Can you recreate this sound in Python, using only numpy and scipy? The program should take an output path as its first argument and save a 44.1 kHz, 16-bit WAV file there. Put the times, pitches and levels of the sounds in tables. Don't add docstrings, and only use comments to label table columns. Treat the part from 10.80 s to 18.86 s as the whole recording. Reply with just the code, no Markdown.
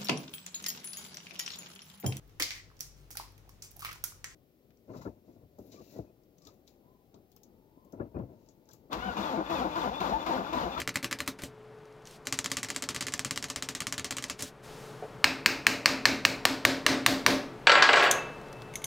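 import sys
import numpy as np
from scipy import signal
from scipy.fft import rfft, irfft, next_fast_len
from scipy.io import wavfile
from scipy.ndimage import uniform_filter1d

SR = 44100
rng = np.random.default_rng(int(sys.argv[2]) if len(sys.argv) > 2 else 0)


def store_pcm(level_fs):
    pcm = np.round(np.clip(level_fs, -1, 1) * 32767).astype(np.int16)
    wavfile.write(sys.argv[1], SR, np.atleast_2d(pcm).T)


def invert_db(level):
    return 10 ** (np.asarray(level, dtype=float) / 20)


N = 355435
HOP = 16
TIME = np.arange(N) / SR
STEPS = np.arange(N // HOP + 1) * HOP / SR
BANDS = np.r_[20 * 2 ** (np.arange(17) / 3), 1000 * 2 ** (np.arange(25) / 6)]

# frequency in Hz, width in Hz, level in dB.
HUM = [(124, 13, -63), (430, 10, -52.5)]
# from seconds, to seconds, level in dB.
HUM_CLEAR = [(0.69, 1.228, 1.5), (3.863, 8.1, 1)]
HUM_SPLICED_DB = -4
# frequency in Hz, density in dB per Hz.
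SHOP_COLOUR = [(20, -14), (60, -16.5), (90, -27), (125, -5.5), (170, -13), (350, -17.5), (430, -10),
               (520, -15), (1200, -20), (3000, -33), (7000, -44.5), (16000, -54)]
# time in seconds, gain in dB.
SHOP_GAIN = [(0, -4.5), (1.4, -2.5), (3.82, -1.5), (3.86, 4), (6.8, 5), (7.5, 7), (8.06, 4.5)]
SHOP_DB, SHOP_LEFT = -53, 0.09

# start, swell, hold and die in seconds, level in dB.
CLOTH = [(0.577, 0.068, .003, 0.067, -47.5), (1.24, 0.025, 0.1, 0.044, -60),
         (3.563, 0.036, 0.088, 0.04, -51), (3.814, 0.025, 0.22, .6, -58), (7.22, .008, .003, 0.11, -41)]
# frequency in Hz, density in dB per Hz.
CLOTH_COLOUR = [(880, -40), (1500, 7), (1710, 0), (2510, 1), (3380, 4), (6500, 0), (12900, -8),
                (16000, -14)]
# time in seconds, peak in dB.
TICKS = [(0.9854, -61), (1.0535, -58), (1.124, -57), (1.1623, -62), (1.221, -59), (1.2534, -46.5),
         (1.271, -38.5), (1.3088, -41), (7.6128, -49), (7.6569, -55), (7.6831, -49), (7.7674, -56),
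         (7.727, -39)]
# frequency in Hz, width in Hz, level in dB.
TICK_RING = [(4630, 860, 6.9), (6160, 920, 11), (9300, 700, 5.1)]
TICK_TAIL_DB, TICK_TAIL_PER_DB = -45, 3

# time in seconds, peak, treble, room tail and bench boom in dB.
KNOCK = [
    (4.222, -29, 0, -39, 0),
]
# frequency in Hz, width in Hz, level in dB.
KNOCK_RING = [(435, 30, 1), (640, 18, 5), (850, 70, -6), (1400, 300, -22)]
# frequency in Hz, density in dB per Hz.
KNOCK_TAIL = [(120, -42), (200, -25.0), (635, -2), (770, -7), (872, -19), (3000, -33), (3900, -65), (6600, -120)]

# time in seconds, peak, treble, room tail and bench boom in dB.
PLIERS = [
    (7.3104, -12, -0.6, -33, 2),
]
# frequency in Hz, width in Hz, level in dB.
PLIER_RING = [(2120, 160, -6.5), (3620, 300, -7), (5900, 74, 1), (6140, 100, 19), (6990, 80, -13),
              (8900, 180, 9), (11000, 170, -12), (13100, 200, -5), (14600, 290, -9)]
# frequency in Hz, density in dB per Hz.
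PLIER_TAIL = [(900, -37), (2200, -9), (3500, 2), (5300, -13), (6300, 9.5), (7400, -6.5), (10400, -5.5),
              (14500, -12), (16000, -23)]
# frequency in Hz, level in dB, T60 in seconds.
JAWS = [(6030, -32, .3), (6150, -32, .33), (6290, -31, .3), (6400, -31, .33), (6480, -30, .35),
        (6640, -32, .3), (6820, -34, .25), (6990, -34, .2)]
# time in seconds, peak, treble, room tail and bench boom in dB.
NIPS = [
    (7.9368, -34, -2, -62, 2),
    (7.9543, -25.5, 0.7, -52, 2),
    (8.0175, -37, -2, -67, 2),
    (8.0405, -25.5, 4, -53, 2),
]
# frequency in Hz, width in Hz, level in dB.
NIP_RING = [(2170, 100, 7.5), (3620, 270, -4), (6230, 95, -8), (8900, 120, -14), (9000, 110, -6),
            (9800, 160, -3), (10600, 110, -1), (11300, 110, -9), (12100, 300, -12), (13200, 230, -14),
            (14800, 470, -23)]
# time in seconds, peak, treble, room tail and bench boom in dB.
SNAP = [
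    (7.8185, -34.5, 0, -66, 0),
]
# frequency in Hz, width in Hz, level in dB.
SNAP_RING = [(3460, 200, 7), (4300, 500, -8), (5200, 500, -5), (7500, 1500, -16)]

# time in seconds, peak, treble, room tail and bench boom in dB.
DROP = [(6.8687, -4, 0.5, -28, -18), (6.894, -6, 0, -38, -11), (6.916, -8, 2.5, -24.5, 8.5),
        (6.9515, -8, -5, -24.5, -7), (6.975, -12, -17, -23.5, -9), (7.0218, -7, 5.5, -23, 1.5),
        (7.0886, -6.5, -11, -35.5, 19.5), (7.1297, -15, 7, -40, 0), (7.134, -7, -14, -24, 5.5),
        (7.157, -25, 12.5, -34, -3), (7.1695, -10, -11, -25, 4), (7.195, -14, -1, -26.5, 3),
        (7.2145, -23, -14, -35, 3), (7.224, -13, -14, -25.5, 5), (7.2385, -15, -11, -39, 6),
        (7.2485, -18, -9, -34, 4), (7.262, -12.5, -10, -37, -3), (7.276, -24, -8, -45, -3)]
# frequency in Hz, width in Hz, level in dB.
DROP_RING = [(680, 110, -14), (1567, 82, 9.5), (2620, 570, -2), (3380, 200, -18), (3800, 250, -2),
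             (4540, 80, -1.5), (5800, 220, -17), (7270, 76, -21), (7700, 180, -36), (8260, 170, -38),
             (11300, 160, -42)]
# frequency in Hz, density in dB per Hz.
DROP_TAIL = [(60, -60), (100, -36.5), (570, -2.5), (870, -1.5), (1650, 0), (2600, -4.5), (3900, -8.5),
             (4700, -12.5), (5800, -20.5), (7500, -31.5), (8600, -36), (10500, -54), (16000, -61)]
DROP_LAG_S = 0.00218
# time in seconds, level in dB.
ROLL = [(6.86, -53), (6.87, -21), (6.91, -14.5), (7.086, -36), (7.088, -17.5), (7.266, -31), (7.304, -28),
        (7.5, -33)]
ROLL_ENDS_S = 7.27
HANDLE_HZ = [588, 695, 824, 1057, 1113, 1350, 1487, 1531, 1642, 2031, 2205, 2385, 2840, 3002, 11200, 15700]
# level in dB, T60 in seconds.
HANDLE = [(-31, 0.55), (-41, 0.26), (-30, .3), (-35, .4), (-27, 0.66), (-20.5, 0.25), (-22.5, 0.33),
          (-32, 0.22), (-19.5, 0.5), (-20, 0.27), (-32, 0.21), (-24, .2), (-25.5, .2), (-26.5, 0.19),
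          (-54, .17), (-56, .15)]
# frequency in Hz, level in dB, T60 in seconds.
HEAD = [(2646, -35, .5), (2651, -40, .35), (4597, -28, .18), (7100, -40, .14), (7720, -35, .17)]
HAMMER = [(hz, *row) for hz, row in zip(HANDLE_HZ, HANDLE)] + HEAD
# frequency in Hz, level in dB, T60 in seconds.
CHIME = [(2639, -38, .2), (2637, -44.5, 1.6), (2634.9, -55, 4.)]
CHIME_S = 7.384
SETTLE_S, SETTLE_DB = 7.29, 2

# time in seconds, peak in
# dB, room tail in dB.
ONCE = [(0.1697, -16, -59), (0.2574, -24, -70), (2.508, -12, -36.5), (2.392, -12.5, -38.5),
        (2.4467, -14, -35), (2.759, -15.5, -36.5), (2.823, -14.5, -36.5), (2.8868, -15.5, -36),
        (2.9491, -16, -37.5), (3.0675, -13, -37), (3.2435, -14, -35)]
# early copy in seconds, early copy, late copy and room tail in dB.
TWICE = [(0.0001, -15.5, -15.5, -33), (0.0745, -10.5, -12, -30.5), (0.1402, -36, -7.5, -29),
         (0.2267, -22.5, -9.5, -29.5), (0.3102, -17, -10, -29.5), (0.3865, -25.5, -11, -30.5),
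         (0.4593, -49, -11, -27.5), (1.453, -41, -13, -36.5), (1.524, -10.5, -20, -32.5),
         (1.572, -37, -10, -36), (1.6424, -18.5, -11.5, -34.5), (1.7681, -12, -22, -34),
         (1.8293, -14, -18, -35), (1.885, -24, -12.5, -36), (2.0218, -14.5, -16.5, -34.5),
         (2.1451, -19.5, -14.5, -35), (2.321, -28, -11, -36), (2.5583, -22, -11, -37.5),
         (2.6243, -21, -15, -36.5), (2.6833, -33, -15.5, -37), (2.2071, -15.5, -16, -33.5),
         (2.2664, -16, -16, -36), (3.003, -13.5, -18, -36), (3.1234, -13.5, -21, -37),
         (3.1785, -16, -16, -35.5), (3.3069, -15, -17, -35), (3.3665, -17.5, -14.5, -36.5),
         (3.4231, -22, -14.5, -37.5), (3.4812, -39, -14, -35.5), (1.699, -39, -9.5, -34),
         (1.9449, -35, -13, -35.5), (2.0876, -13, -21, -33.5), (2.377, -31, -37, -47)]
# time in seconds, peak, treble, room tail and bench boom in dB.
LAID = [(0.5868, -32, -8.5, -39.5, -2), (0.619, -28, -2.5, -48, 12), (0.635, -18.5, -4, -46.5, 16),
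        (3.5896, -34, -2, -40.5, 0.6), (3.6054, -27, 1, -43, -3), (3.6219, -24, 6, -44, 12)]
# frequency in Hz, width in Hz, level in dB.
QUICK_RING = [(284, 720, -11), (1165, 240, 10), (2130, 600, 10.5), (3186, 130, 8), (4530, 1100, 3.5),
              (5380, 150, 11), (7190, 910, 8.5), (8420, 290, 4.5), (9030, 300, 2), (11250, 720, -4.5),
              (11600, 360, -16), (13170, 260, -2), (5000, 4600, -13)]
# frequency in Hz, width in Hz, level in dB.
FIRST_TOP = [(13900, 3600, 2)]
# frequency in Hz, density in dB per Hz.
QUICK_TAIL = [(40, -34), (70, -2), (270, -4), (430, -10.5), (570, -14), (970, -7.5), (1780, -7.5),
              (2300, -5.5), (3300, -7), (4500, -4), (6800, -4), (9000, -10), (12700, -18), (16000, -25)]
# frequency in Hz, density in dB per Hz.
FIRST_TAIL_TOP = [(9000, -4.5), (12700, -4), (16000, -19)]
# frequency in Hz, level in dB, T60 in seconds.
QUICK_WALL = [(1198, -23.5, 0.037), (1770, -30.5, 0.066), (1993, -30, 0.043), (2820, -31, 0.047),
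              (4060, -30.5, 0.051), (4560, -36, 0.068), (4870, -36.5, 0.063), (5400, -28, 0.032),
              (6180, -29.5, 0.051), (6700, -33, 0.041), (7300, -28.5, 0.041)]
TURN_S, SPLICE_S = 1, 0.016
RUN_TREBLE_DB, RUN_BOOM_DB, REPEAT_TREBLE_DB = (-6, -0.85), (1, 0.7), -3.5
FULL_DB, TAIL_PER_DB, EARLY_MOST = -15, 0.57, 0.92
LONE_DB = -90

# time in seconds, peak, treble and room tail in dB.
BLOWS = [(4.441, 2.5, -2.5, -23.5), (4.6587, -0.5, -0.5, -24.5), (4.866, 0, -0.5, -24),
         (5.057, 0.5, -1, -22), (5.2533, 1, -1.3, -22), (5.4496, -0.3, -0.2, -26)]
# time in seconds, peak, treble and room tail in dB.
DENTED = [(5.6516, -1, -1.8, -24), (5.8495, -1, -2.5, -22), (6.063, -1.1, -3, -20), (6.2613, -2, -0.5, -22),
          (6.462, -1, -2, -19.5)]
# frequency in Hz, width in Hz, level in dB.
BLOW_RING = [(1110, 350, 1.5), (1797, 160, 8), (2180, 310, 5), (2640, 780, 6), (4135, 160, 0.5),
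             (4640, 290, 3), (5900, 150, -6.5), (6690, 120, -5.5), (8140, 750, -12), (11800, 500, -25),
             (13200, 900, -24), (15000, 1000, -24)]
# frequency in Hz, width in Hz, level in dB.
DENTED_RING = [(630, 260, -7), (1152, 96, -0.5), (1775, 145, 0), (2230, 230, -2), (2790, 260, -3.5),
               (4043, 220, -1.5), (5710, 85, -5.5), (7080, 210, -14.5), (8830, 370, -11.5),
               (12130, 300, -24), (13050, 230, -16), (14800, 360, -24)]
# frequency in Hz, density in dB per Hz.
LOW_TAIL = [(40, -40), (70, -16), (180, -19), (268, -11), (400, -17), (590, -14)]
# frequency in Hz, density in dB per Hz.
BLOW_TAIL = [(820, -16.5), (1700, -14), (2650, -8.5), (3000, -19.5), (3600, -17), (4100, -13),
             (4800, -12.5), (6000, -18.5), (8500, -25), (10300, -31), (13300, -24), (16000, -31)]
# frequency in Hz, density in dB per Hz.
DENTED_TAIL = [(785, -14), (2000, -12), (3040, -15.5), (4640, -11), (8320, -21.5), (10300, -24),
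               (13300, -21.5), (16000, -27)]
# frequency in Hz, level in dB, T60 in seconds.
WALL = [(975, -44.5, 0.32), (1604, -34.5, 0.23), (1790, -44, 0.37), (2200, -44, 0.46), (2540, -46, 0.58),
        (2760, -44, 0.2), (3980, -50, 0.52), (4070, -52, 0.44), (4560, -55, .3), (4780, -43.5, 0.34),
        (5200, -45, 0.19), (5560, -49, 0.17), (6340, -57, 0.14), (6590, -47, .2)]
BOOM_FROM_DB, BOOM_DB_PER_S = -2, 3.5
# frequency in Hz, level over room tail in dB, T60 in seconds.
SWELL = [(268, -1, .42), (312, -10, .3), (588, -6, .3)]
SWELL_LAG_S, SWELL_RISE_S = 0.019, 0.15

# frequency in Hz, level in dB, T60 in seconds.
BENCH = [(127.2, -9, 0.41), (269, 1.5, 0.36), (436.6, -10, 0.24), (581.4, -3, 0.25)]
BENCH_LAG_S = 0.00486
BENCH_DUCK = 0.64
# frequency in Hz, T60 in seconds.
ROOM_T60 = [(100, 0.42), (260, 0.72), (700, 0.45), (1840, 0.41), (4850, 0.33), (12800, 0.26)]
FLIGHT_S, RING_SCATTER_DB, RUB_RANGE_DB = 0.0013, 3, 30


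def read(table, x):
    hz, value = np.array(table).T[:2]
    return np.interp(np.log(x), np.log(hz), value)


def curve(table, at=STEPS):
    return invert_db(np.interp(at, *np.transpose(table), left=-200, right=-200))


def shares(colour):
    power = invert_db(2 * read(colour, BANDS)) * np.gradient(BANDS)
    return power / power.sum()


def train(seconds, sizes, at=TIME):
    x = np.zeros(len(at))
    np.add.at(x, np.minimum(np.searchsorted(at, seconds), len(at) - 1), sizes)
    return x


def fade(x, t60):
    return signal.lfilter([1], [1, -1000 ** (-HOP / (t60 * SR))], x)


def width_t60(width_hz):
    return np.log(1000) / np.pi / width_hz


def ring(x, hz, t60):
    w = 2 * np.pi * hz / SR
    out = np.zeros(len(x))
    hits = np.flatnonzero(x)
    heard = slice(hits[0], hits[-1] + int(1.5 * t60 * SR))
    for sign, t in ((1, t60), (-1, 3 / hz)):
        r = 1000 ** (-1 / (t * SR))
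        out[heard] += sign * signal.lfilter([0, r * np.sin(w)], [1, -2 * r * np.cos(w), r * r], x[heard])
    return out


def band_noise():
    size = next_fast_len(N)
    spectrum = rfft(rng.standard_normal(size))
    hz = np.arange(len(spectrum)) * SR / size
    step = np.interp(hz, np.r_[0, BANDS, SR / 2], np.arange(-1, len(BANDS) + 1))
    out = []
    for k in range(len(BANDS)):
        window = np.cos(np.pi / 2 * np.clip(step - k, -1, 1))
        out.append(irfft(spectrum * window, size)[:N])
    out = np.array(out)
    return out / out.std(axis=1, keepdims=True)


def strikes(table, contact, colour, pace, crack_db, crack_s, duck_s, boom_db, scatter_db, rings=(), lag_s=0):
    s, peak_db, treble_db, tail_db, low_db = np.transpose(table)
    s = s + FLIGHT_S

    def treble(hz):
        return treble_db * np.clip(np.log2(hz / 2500), 0, 2)

    def luck(db):
        return db * rng.standard_normal(len(s))

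    hz, width, db = np.transpose(contact)
    size = (-1) ** np.arange(len(hz)) * invert_db(db) * width
    modes = list(zip(size, hz, width_t60(width)))
    unit = np.abs(sum(ring(a * (TIME[:400] == 0), f, t) for a, f, t in modes)).max()
    wave = np.zeros(N)
    for a, f, t in modes:
        level_db = peak_db + treble(f) + low_db * (f < 800) + luck(scatter_db)
        wave += ring(train(s + lag_s * (f < 2000), a / unit * invert_db(level_db)), f, t)
    for f, d, t in rings:
        wave += ring(train(s, invert_db(peak_db + d + luck(RING_SCATTER_DB))), f, t)

    thump = train(s + BENCH_LAG_S * (s < 8), invert_db(tail_db + low_db + boom_db))
    for f, d, t in BENCH:
        wave += invert_db(d) * (ring(thump, f, t / pace) - BENCH_DUCK * ring(thump, f, 3 * duck_s))

    power = []
    for f, share in zip(BANDS, shares(colour)):
        tint_db = luck(scatter_db) + treble(f)
        tail = train(s, share * invert_db(2 * (tail_db + tint_db + low_db * (f < 800))), STEPS)
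        late = fade(tail, read(ROOM_T60, f) / pace / 2)
        late = np.maximum(late - fade(tail, duck_s), 0)
        crack = train(s, share * invert_db(2 * (peak_db + crack_db + tint_db)), STEPS)
        power.append(late + fade(crack, crack_s))
    return wave, np.array(power)


def shop():
    hum = np.zeros(N)
    for hz, width_hz, db in HUM:
        z = np.repeat(fade(rng.standard_normal(len(STEPS)), 2 / width_hz), HOP)[:N]
        z = uniform_filter1d(z, size=1000) / z.std()
        hum += invert_db(db) * (1 + 0.056 * z) * np.sin(2 * np.pi * hz * TIME + 0.32 * z)
    gain_db = np.full(N, float(HUM_SPLICED_DB))
    for start, end, db in HUM_CLEAR:
        gain_db[(TIME > start) & (TIME < end)] = db
    air = shares(SHOP_COLOUR)[:, None] * (curve(SHOP_GAIN) * invert_db(SHOP_DB)) ** 2
    return invert_db(uniform_filter1d(gain_db, size=3000)) * hum, air


def cloth():
    power = 0
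    for row in CLOTH:
        corners_s = np.cumsum(row[:4])
        level_db = row[4] - RUB_RANGE_DB * np.array([1, 0, 0, 1])
        power = power + curve(np.c_[corners_s, level_db]) ** 2
    return 0, power * shares(CLOTH_COLOUR)[:, None]


def light_ticks():
    table = [(s, db, 0, TICK_TAIL_DB + TICK_TAIL_PER_DB * db, 0) for s, db in TICKS]
    return strikes(table, TICK_RING, CLOTH_COLOUR, pace=3.0, crack_db=-12.0, crack_s=0.014,
                   duck_s=0.004, boom_db=-30, scatter_db=4.2)


def knock():
    return strikes(KNOCK, KNOCK_RING, KNOCK_TAIL, pace=2.3, crack_db=-16.0, crack_s=0.018,
                   duck_s=0.01, boom_db=-27.0, scatter_db=0.1)


def pin_snap():
    return strikes(SNAP, SNAP_RING, CLOTH_COLOUR, pace=3.0, crack_db=-17, crack_s=0.015,
                   duck_s=0.004, boom_db=-30, scatter_db=1.5)


def plier_nips():
    return strikes(NIPS, NIP_RING, PLIER_TAIL, pace=1.23, crack_db=-10.5, crack_s=0.023,
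                   duck_s=0.0092, boom_db=-20, scatter_db=3.3)


def plier_pickup():
    return strikes(PLIERS, PLIER_RING, PLIER_TAIL, pace=1.07, crack_db=-3.5, crack_s=0.016,
                   duck_s=0.0092, boom_db=-27, scatter_db=0.73, rings=JAWS)


def head_chime():
    wave = np.zeros(N)
    for hz, db, t60 in CHIME:
        settle = invert_db(SETTLE_DB) * (hz > 2638)
        wave += invert_db(db) * ring(train([SETTLE_S, CHIME_S], [settle, 1.0]), hz, t60)
    return wave, 0


def hammer_roll():
    rolling = (TIME > ROLL[0][0]) & (TIME < ROLL_ENDS_S)
    hits = rng.random(N) < 300 / SR
    clicks = hits * invert_db(0.67 * rng.standard_normal(N)) * curve(ROLL, TIME) * rolling
    clicks = np.convolve(clicks, np.hanning(5) / 2)[:N]
    top = sum(invert_db(db) * w / 300 * ring(clicks, hz, width_t60(w)) for hz, w, db in DROP_RING)
    handle = sum(invert_db(db) * ring(clicks, hz, t60) for hz, db, t60 in HAMMER)
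    scrape = shares(DROP_TAIL)[:, None] * (curve(ROLL) * invert_db(-25)) ** 2
    return invert_db(-16) * top + invert_db(3) * handle, scrape


def hammer_drop():
    return strikes(DROP, DROP_RING, DROP_TAIL, pace=0.69, crack_db=-10.0, crack_s=0.039,
                   duck_s=0.093, boom_db=-36, scatter_db=1.2, rings=HAMMER, lag_s=DROP_LAG_S)


def quick_table():
    lone = [(s, db, LONE_DB, tail) for s, db, tail in ONCE]
    s, early, late, tail = np.transpose(TWICE + lone)
    share = EARLY_MOST * invert_db(2 * TAIL_PER_DB * np.minimum(early - FULL_DB, 0))
    run = np.r_[s > TURN_S, s > TURN_S].astype(int)
    times = np.r_[s, s + SPLICE_S]
    peaks = np.r_[early, late]
    treble = np.take(RUN_TREBLE_DB, run) + REPEAT_TREBLE_DB * np.r_[0 * share, share]
    tails = np.r_[tail + 10 * np.log10(share), tail + 10 * np.log10(1 - share)]
    return np.r_[np.c_[times, peaks, treble, tails, np.take(RUN_BOOM_DB, run)], LAID]


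def quick_taps():
    taps = quick_table()
    first = taps[:, 0] < TURN_S
    before = strikes(taps[first], QUICK_RING + FIRST_TOP, QUICK_TAIL[:-3] + FIRST_TAIL_TOP, pace=2.58,
                     crack_db=-14.5, crack_s=0.0067, duck_s=0.0029, boom_db=-7.0, scatter_db=2.6, rings=QUICK_WALL)
    after = strikes(taps[~first], QUICK_RING, QUICK_TAIL, pace=2.55,
                    crack_db=-17.0, crack_s=0.0068, duck_s=0.0034, boom_db=-5.5, scatter_db=1.66, rings=QUICK_WALL)
    return before[0] + after[0], before[1] + after[1]


def with_boom(table):
    return [(*row, BOOM_FROM_DB + BOOM_DB_PER_S * (row[0] - BLOWS[0][0])) for row in table]


def bench_swell():
    s, _, _, tail_db, low_db = np.transpose(with_boom(BLOWS + DENTED))
    push = train(s + SWELL_LAG_S, invert_db(tail_db + low_db))
    wave = sum(invert_db(db) * (ring(push, hz, t60) - ring(push, hz, SWELL_RISE_S)) for hz, db, t60 in SWELL)
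    return wave, 0


def full_blows():
    tube = strikes(with_boom(BLOWS), BLOW_RING, LOW_TAIL + BLOW_TAIL, pace=0.96, crack_db=-18.5,
                   crack_s=0.018, duck_s=0.12, boom_db=-7, scatter_db=1.3, rings=WALL)
    flat = strikes(with_boom(DENTED), DENTED_RING, LOW_TAIL + DENTED_TAIL, pace=0.93, crack_db=-14.0,
                   crack_s=0.012, duck_s=0.13, boom_db=-9, scatter_db=1.1, rings=WALL)
    return tube[0] + flat[0], tube[1] + flat[1]


def scene():
    hum, air = shop()
    parts = [(hum, air), cloth(), light_ticks(), knock(), pin_snap(), plier_nips(), plier_pickup(),
             head_chime(), hammer_roll(), hammer_drop(), quick_taps(), bench_swell(), full_blows()]
    wave = sum(p[0] for p in parts)
    power = sum(p[1] for p in parts)
    for k, hz in enumerate(BANDS):
        half = int(SR / HOP / hz / 2)
        power[k] = uniform_filter1d(power[k], size=1 + 2 * half, origin=half)
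    spread = np.repeat(np.sqrt(power), HOP, axis=1)[:, :N]
    spread = uniform_filter1d(spread, size=2 * HOP, axis=1)
    airy = np.repeat(air / power, HOP, axis=1)[:, :N]
    noise = band_noise()
    bands = spread * noise
    mid = wave + bands.sum(axis=0)
    wide = np.sum((BANDS[:, None] / 1000) ** 0.054 * spread * noise[:, ::-1], axis=0)
    side = invert_db(-24.0) * wide + invert_db(-29) * mid
    side += SHOP_LEFT * (hum + np.sum(airy * bands, axis=0))
    return np.array([mid + side, mid - side])


def band_limit(x):
    return signal.sosfilt(signal.butter(12, 16860, fs=SR, output="sos"), x)


def record(dry):
    soft = dry / (1 + np.abs(dry) ** 6) ** (1 / 6)
    lowpass = signal.ellip(8, 0.3, 60, 16300, fs=SR, output="sos")
    dull = signal.sosfilt(lowpass, soft)
    return band_limit(dull)


dry = scene()
out = record(dry)
store_pcm(out)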